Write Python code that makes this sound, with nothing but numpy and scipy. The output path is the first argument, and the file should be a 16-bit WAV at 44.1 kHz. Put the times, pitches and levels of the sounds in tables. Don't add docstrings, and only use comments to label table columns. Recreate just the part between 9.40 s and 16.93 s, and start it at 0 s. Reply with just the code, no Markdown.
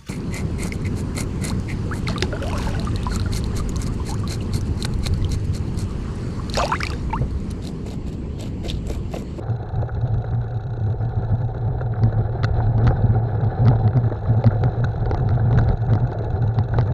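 import sys
import numpy as np
from scipy import signal
from scipy.fft import rfft, irfft
from scipy.io import wavfile
from scipy.ndimage import uniform_filter1d

SR = 44100
rng = np.random.default_rng(int(sys.argv[2]) if len(sys.argv) > 2 else 0)


def amplitude_ratio(level_db):
    exponent = np.asarray(level_db, float) / 20
    return 10 ** exponent


def generate_wav(sig):
    pcm = np.round(np.clip(np.atleast_2d(sig).T, -1, 1) * 32767).astype(np.int16)
    wavfile.write(sys.argv[1], SR, pcm)


N = 332073


def evened(x):
    return x / np.sqrt(np.mean(x ** 2) + 1e-20)


def columns(rows):
    s, *values = np.transpose(rows)
    return [np.interp(np.arange(N) / SR, s, v) for v in values]


def add(mix, s, sound):
    part = mix[round(s * SR):][:len(sound)]
    part += sound[:len(part)]


def gain_at(points, hz):
    f, db = np.transpose(points)
    return amplitude_ratio(np.interp(np.log(hz + 1), np.log(f + 1), db, left=-90, right=-90))


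def coloured(points):
    spectrum = rfft(rng.standard_normal(N))
    return evened(irfft(spectrum * gain_at(points, np.fft.rfftfreq(N, 1 / SR)), N))


def resonate(x, hz, width_hz):
    pole = np.exp((2j * hz - width_hz) * np.pi / SR)
    return signal.lfilter([(1 - abs(pole)) ** 2], np.poly([pole, pole]), x)


def lumps(hz, depth_db):
    return amplitude_ratio(depth_db * evened(resonate(rng.standard_normal(N), 0, hz).real))


def ring(t, hz, t60):
    return amplitude_ratio(-60 * t / t60) * np.sin(2 * np.pi * hz * t)


# (time [s], swing [dB], width [s])
BUMPS = [(0.401, -19, 0.11), (0.731, -21, 0.19), (0.968, -21, 0.18), (1.169, -20.5, 0.035),
         (1.431, -20.5, 0.077), (1.502, -21.5, 0.112), (1.639, -20.5, 0.1), (1.783, -17.5, 0.042),
         (1.935, -16.5, 0.045), (2.046, -21, 0.13), (2.29, -22, 0.2), (2.458, -19, 0.044),
         (2.858, -17.5, 0.028), (3.039, -15, 0.046), (3.329, -17, 0.23), (3.474, -13, 0.056),
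         (3.747, -17.5, 0.045), (4.05, -18, 0.096), (4.27, -13, 0.15), (4.471, -14, 0.08),
         (4.573, -13.5, 0.055), (4.933, -19, 0.036), (5.072, -12.5, 0.042), (5.24, -16.5, 0.096),
         (5.438, -16.5, 0.067), (5.893, -16.5, 0.13), (6.183, -14.5, 0.14), (6.535, -14.5, 0.097),
         (7.194, -14, 0.055), (7.388, -17, 0.128)]


def swing_level():
    t = np.arange(N) / SR
    throb = lumps(26.8, 4)
    sway_db = columns(ROAD)[1] + 7
    power = (amplitude_ratio(sway_db) * lumps(8.1, 3.0) * throb) ** 2
    for s, db, width_s in BUMPS:
        swell = np.exp(-(2.0 * (t - s) / width_s) ** 2)
        power = power * (1 - swell) + (amplitude_ratio(db) * swell * throb ** 0.35) ** 2
    return 10 * np.log10(power)


def handlebar(swing_db):
    bar_hz, bar_width_hz = 112.2, 22.7
    slap_angle = 1.1
    z = resonate(rng.standard_normal(N), bar_hz, bar_width_hz)
    size = abs(z) / np.sqrt(np.mean(abs(z) ** 2))
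    at = np.round(np.sort(np.array(SLAPS)[:, 0]) * SR).astype(int)
    shift = np.interp(np.arange(N), at, np.unwrap(slap_angle - np.angle(z[at])))
    steadied = evened(size / (size + .5)) * np.sqrt(2)
    swing = amplitude_ratio(swing_db) * steadied * np.exp(1j * (np.angle(z) + shift))
    skew = amplitude_ratio(-3) * (swing ** 2).imag
    return swing.real + skew


def body(modes, level_db, unevenness):
    drive = rng.standard_normal(N) * unevenness
    total = np.zeros(N)
    for hz, width_hz, db in modes:
        once = resonate(drive, hz, width_hz)
        total += amplitude_ratio(db) * resonate(once, hz, 2.56 * width_hz).real
    return amplitude_ratio(level_db) * evened(total)


# (time [s], wind gust [dB], road roughness [dB])
ROAD = [(0.0, -36, -34), (0.86, -29.5, -36), (1.3, -34.5, -37), (3.42, -28, -31), (3.46, -22.5, -32),
        (3.86, -33.5, -31), (4.26, -29, -30.5), (4.76, -33, -32.5), (5.16, -29, -31), (5.51, -33, -33.5),
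        (5.73, -24, -29.5), (6.04, -32.5, -33.5), (6.31, -20.5, -28.5), (6.42, -41.5, -35.5),
        (6.5, -29, -30), (7.26, -34.5, -33), (7.38, -23.5, -33), (7.53, -40, -30.5)]
# (frequency [Hz], density [dB per Hz])
BUFFET = [(8.8, -33.5), (15, -10), (38, 1.5), (65, -4.5), (78, 0.5), (100, -20), (170, -120)]
# (frequency [Hz], width [Hz], level [dB])
CASE = [(164.5, 108.4, 3.5), (253.1, 168, -1.5), (367.9, 199, -2), (417, 118.5, -2.5), (471, 167, 0),
        (605.5, 252, -4.5), (753.7, 116.3, 0), (809.4, 130, -8)]
# (frequency [Hz], width [Hz], level [dB])
GRIT = [(1228, 450, 3.5), (1396, 420, 6.5), (1707, 39, 8), (2200, 610, -12.5)]
# (frequency [Hz], width [Hz], level [dB])
FIZZ = [(2510, 160, -14), (3070, 470, -15.5), (3405, 260, -7.5), (3696, 400, -7), (4040, 240, -3.5),
        (5100, 900, -23), (5370, 300, -24.5), (6370, 250, -26.5)]


def road(swing_db):
    wind_db, rough_db = columns(ROAD)
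    buzz_db, grit_db = rough_db + 1.5, 1.073 * rough_db - 13
    jolt_db = swing_db + 20
    bumps = lumps(45, 1.7)
    wind = amplitude_ratio(wind_db + 0.097 * jolt_db) * coloured(BUFFET) * lumps(6.9, 2.0)
    buzz = body(CASE, buzz_db + 0.23 * jolt_db, bumps ** 0.81 * lumps(80, 0.88))
    grit = body(GRIT, grit_db + 0.16 * jolt_db, bumps ** 1.2 * lumps(130, 2.9))
    fizz = body(FIZZ, 0.7 * grit_db - 30.5 + 0.069 * jolt_db, bumps ** 1.5 * lumps(61, 3.6))
    return wind + buzz + grit + fizz


def gravel():
    grains_per_s, spread_db, over_road_db = 70, 4.0, -8.5
    size = amplitude_ratio(spread_db * np.minimum(rng.exponential(size=N), 4))
    taps = size * (rng.random(N) < grains_per_s / SR)
    modes, out = CASE[2:] + GRIT[:2], np.zeros(N)
    which = rng.integers(0, len(modes), N)
    for k, (hz, width_hz, _) in enumerate(modes):
        rung = evened(resonate(taps * (which == k), hz, 1.2 * width_hz).imag)
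        out += amplitude_ratio(-7.0 * np.log2(hz / 500)) * rung
    return amplitude_ratio(columns(ROAD)[1] + over_road_db) * evened(out)


# (first time [s], last time [s], ticks [count], level [dB])
PAWLS = [(0.034, 0.739, 12, -58.5), (0.061, 0.718, 11, -68.5), (0.778, 1.499, 12, -61.5),
         (0.819, 1.526, 12, -62), (1.583, 2.244, 11, -62.5), (1.625, 2.275, 11, -63.5),
         (2.328, 2.948, 12, -60.5), (2.349, 2.977, 12, -62.5), (3.081, 3.741, 12, -56.5),
         (3.109, 3.784, 12, -60), (3.837, 4.53, 13, -59.5), (3.854, 4.507, 12, -61.0),
         (4.565, 5.011, 11, -64), (4.594, 5.02, 11, -64), (5.059, 5.618, 14, -64), (5.076, 5.647, 14, -64),
         (5.665, 6.137, 10, -65), (5.694, 6.107, 9, -60.5), (6.181, 6.632, 11, -66),
         (6.193, 6.642, 11, -59.5), (6.658, 7.092, 9, -64), (6.67, 7.077, 8, -56.5), (7.142, 7.519, 9, -59),
         (7.156, 7.508, 8, -65.5)]


def pawl_ticks():
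    s = np.concatenate([np.linspace(a, b, round(n)) for a, b, n, _ in PAWLS])
    db = np.concatenate([np.full(round(n), db) for _, _, n, db in PAWLS])
    late_s = .001 * rng.standard_normal(len(s))
    soft_db = 3 * rng.exponential(size=len(s)) ** 2
    loaded = (s > 2.3) & (s < 4.55)
    return list(zip(s + late_s, db - soft_db - 4.0 * loaded, 14 * loaded))


# (time [s], level [dB])
JARS = [(2.414, -58), (2.7243, -63), (3.044, -39.5), (3.179, -62.5), (3.436, -61), (3.467, -45.5),
        (4.0066, -63), (5.443, -42.5), (5.7726, -52), (6.1853, -43.5), (7.384, -53)]
HUB_HZ = [1450, 2640, 3610, 3880, 4150, 4700, 5680, 6250, 6430, 6800, 7430, 8560]
# (level [dB], t60 [s])
HUB = [(18.5, 0.025), (5, 0.019), (9.5, 0.012), (14, 0.011), (4.5, 0.025), (-9.5, 0.037), (-4, 0.012),
       (-4, 0.0055), (-2.5, 0.014), (-10, 0.028), (-11, 0.017), (-3, 0.011)]


def freewheel():
    out, t = np.zeros(N), np.arange(1200) / SR
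    hz = np.array(HUB_HZ)[:, None]
    hub_db, t60 = np.transpose(HUB)[..., None]
    rattle = np.sin(np.pi * np.minimum(t[:500] / .008, 1)) * amplitude_ratio(-60 * t[:500] / 0.018)
    ringing = ring(t, hz, t60) * (1 - np.exp(-(t / 0.0013) ** 2))
    rows = [(s, db - 2.0, 0) for s, db in JARS] + pawl_ticks()
    for s, db, muffle_db in rows:
        noise, share_db = rng.standard_normal(500), rng.standard_normal((len(HUB), 1))
        modes = signal.fftconvolve(ringing, (rattle * noise)[None], axes=1)
        modes /= abs(modes).max(1, keepdims=True)
        modes *= amplitude_ratio(hub_db + share_db - muffle_db * (hz > 5000))
        add(out, s - .0015, amplitude_ratio(db) * modes.sum(0))
    return out


# (time [s], level [dB])
PINGS = [
    (0.1301, -67),
    (0.617, -71.5),
    (1.5973, -64),
    (2.578, -66),
    (3.5069, -62),
    (3.9449, -66),
    (4.3494, -71),
    (4.7606, -64.5),
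    (5.1544, -78.5),
    (6.7744, -76),
]


def spoke():
    out, t = np.zeros(N), np.arange(4000) / SR
    ping = ring(t, 5230, 0.062) * np.minimum(t / .004, 1)
    for s, db in PINGS:
        add(out, s, amplitude_ratio(db + 5) * ping)
    return out


# (time [s], bright level [dB], dull level [dB])
KNOCKS = [(0.425, -36, -22), (0.4903, -24.5, -34), (0.8411, -25, -26.5), (1.6305, -30, -34),
          (2.4086, -22, -22.5), (2.724, -30.5, -24), (3.0399, -19, -24.5), (3.202, -21.5, -20),
          (3.5059, -22, -17), (3.5638, -26.5, -41), (3.746, -28.5, -39), (4.002, -28, -33),
          (4.2617, -23.5, -25), (4.31, -27.5, -19), (4.3291, -30, -24), (4.721, -26.5, -19.5),
          (5.0411, -25, -12.5), (5.1062, -24, -35.5), (5.1263, -30, -26), (5.2779, -27, -27.5),
          (5.4389, -18, -33.5), (5.6546, -25.5, -25.5), (5.972, -31, -25.5), (5.9944, -24, -47.5),
          (6.107, -26.5, -20.5), (6.1831, -15, -24.5), (6.576, -23.5, -33.5), (6.7211, -24, -26.5),
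          (6.7486, -34, -20.5), (7.3382, -20.5, -26)]


def knocks():
    out, t = np.zeros(N), np.arange(1200) / SR
    envelope = amplitude_ratio(-60 * t / 0.037) * np.minimum(t / 0.00063, 1)
    for s, bright_db, dull_db in KNOCKS:
        scrape = uniform_filter1d(rng.standard_normal(len(t)), size=12)
        blow = uniform_filter1d(scrape, size=10) * envelope
        bright = (resonate(blow, 1440, 310) + .5 * resonate(blow, 750, 420)).real
        dull = (resonate(blow, 580, 310) + 0.1 * resonate(blow, 340, 200)).real
        add(out, s, amplitude_ratio(bright_db - 1.5) * bright / abs(bright).max())
        add(out, s, amplitude_ratio(dull_db + 1.5) * dull / abs(dull).max())
    return out


# (time [s], crack [dB], thump [dB])
SLAPS = [(1.6323, -63, -19.5), (1.907, -55.5, -22), (2.6349, -33, -12.5), (3.0378, -38.5, -34),
         (3.38, -39.5, -16), (3.4432, -43.5, -33.5), (3.4676, -32.5, -11.5), (3.4765, -24.5, -12),
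         (3.5686, -53.5, -23), (4.0457, -47, -20.5), (4.2547, -40.5, -32), (4.2729, -32.5, -20.5),
         (4.2822, -25.5, -28.5), (4.4768, -33, -19), (4.5715, -38, -17), (5.0642, -32.5, -26.5),
         (5.0729, -32, -29.5), (5.237, -28, -10.5), (5.658, -37, -30), (5.7114, -30.5, -9),
         (5.7453, -33, -11.5), (5.8895, -32, -26), (6.128, -34, -23.5), (6.1754, -31, -30.5),
         (6.2889, -35, -13), (6.534, -34, -17.5), (6.5533, -35, -9.5), (7.1866, -30.5, -18),
         (7.3853, -26.5, -5.5), (7.4104, -34, -25)]
# (time [s], crack [dB], thump [dB])
REBOUNDS = [(3.033, -26.5, -28), (3.0432, -22.5, -17), (3.4701, -32.5, -21.5), (3.488, -42, -19.5),
            (5.0405, -33.5, -34), (5.7377, -58.5, -18), (5.9056, -42.5, -25.5), (5.9397, -47, -27.5),
            (6.212, -41.5, -21), (6.2565, -51, -34), (6.7165, -43, -22), (7.3662, -48, -18.5),
            (7.3992, -39.5, -22)]
# (frequency [Hz], gain [dB])
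CRACK = [(350, -4.5), (900, 18), (2600, 4), (4400, 9.5), (5500, 1), (7200, -17), (9500, -10), (15000, -14)]


def slaps():
    out, t = np.zeros(N), np.arange(2048) / SR
    colour = gain_at(CRACK, np.fft.rfftfreq(len(t), 1 / SR))
    fade = (amplitude_ratio(-60 * t / .005) + amplitude_ratio(-34 - 60 * t / .03)) * np.minimum(t / 0.00019, 1)
    onset = 1 - np.exp(-(t / 0.0012) ** 2)
    rows = [(*r, -1) for r in SLAPS] + [(*r, 1) for r in REBOUNDS]
    for s, crack_db, thump_db, sign in rows:
        noise = rng.standard_normal(len(t))
        strike = sign * 2.5 * (np.arange(len(t)) == 20)
        crack = irfft(rfft(np.roll(strike + noise * fade, 80)) * colour)
        clamp = ring(t, 1963, .011) + 1.8 * ring(t, 1300 * (1 + 0.1 * noise[1]), 0.012)
        thump = ring(t, 300 * (1 + 0.57 * noise[0]), 0.0077) + 0.26 * ring(t, 720, 0.015)
        push = amplitude_ratio(crack_db + 8.5) * clamp + sign * amplitude_ratio(thump_db + 10.5) * thump
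        add(out, s - 60 / SR, amplitude_ratio(crack_db + 8) * crack / abs(crack).max())
        add(out, s + 0.00029, onset * push)
    return out


def scene():
    swing_db = swing_level()
    mix = handlebar(swing_db) + road(swing_db) + gravel()
    mix += freewheel() + spoke() + knocks() + slaps()
    return (mix * signal.windows.tukey(N, .002))[None]


# (frequency [Hz], gain [dB])
HOUSING = [(1, -1.5), (6900, -3), (7600, -7.5), (8100, -19.5), (8600, -14.5), (10000, -21), (14000, -24),
           (22000, -51)]


def sealed_housing(dry):
    mirrored = np.concatenate([dry, dry[:, ::-1]], axis=1)
    gain = gain_at(HOUSING, np.fft.rfftfreq(2 * N, 1 / SR))
    return irfft(rfft(mirrored) * gain)[:, :N]


# (frequency [Hz], density [dB per Hz])
HISS = [(3000, -1.5), (6000, -2), (8000, -4.5), (12000, -5.5), (15700, -3.5)]


def circuit_hiss():
    return amplitude_ratio(-81.5) * coloured(HISS)


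def low_pass(x):
    return signal.sosfilt(signal.butter(12, 15630, fs=SR, output="sos"), x)


def record(dry):
    overloaded = 1.777 * np.tanh(sealed_housing(dry) / 1.298)
    finished = overloaded + circuit_hiss()
    return low_pass(finished)


dry = scene()
out = record(dry)
generate_wav(out)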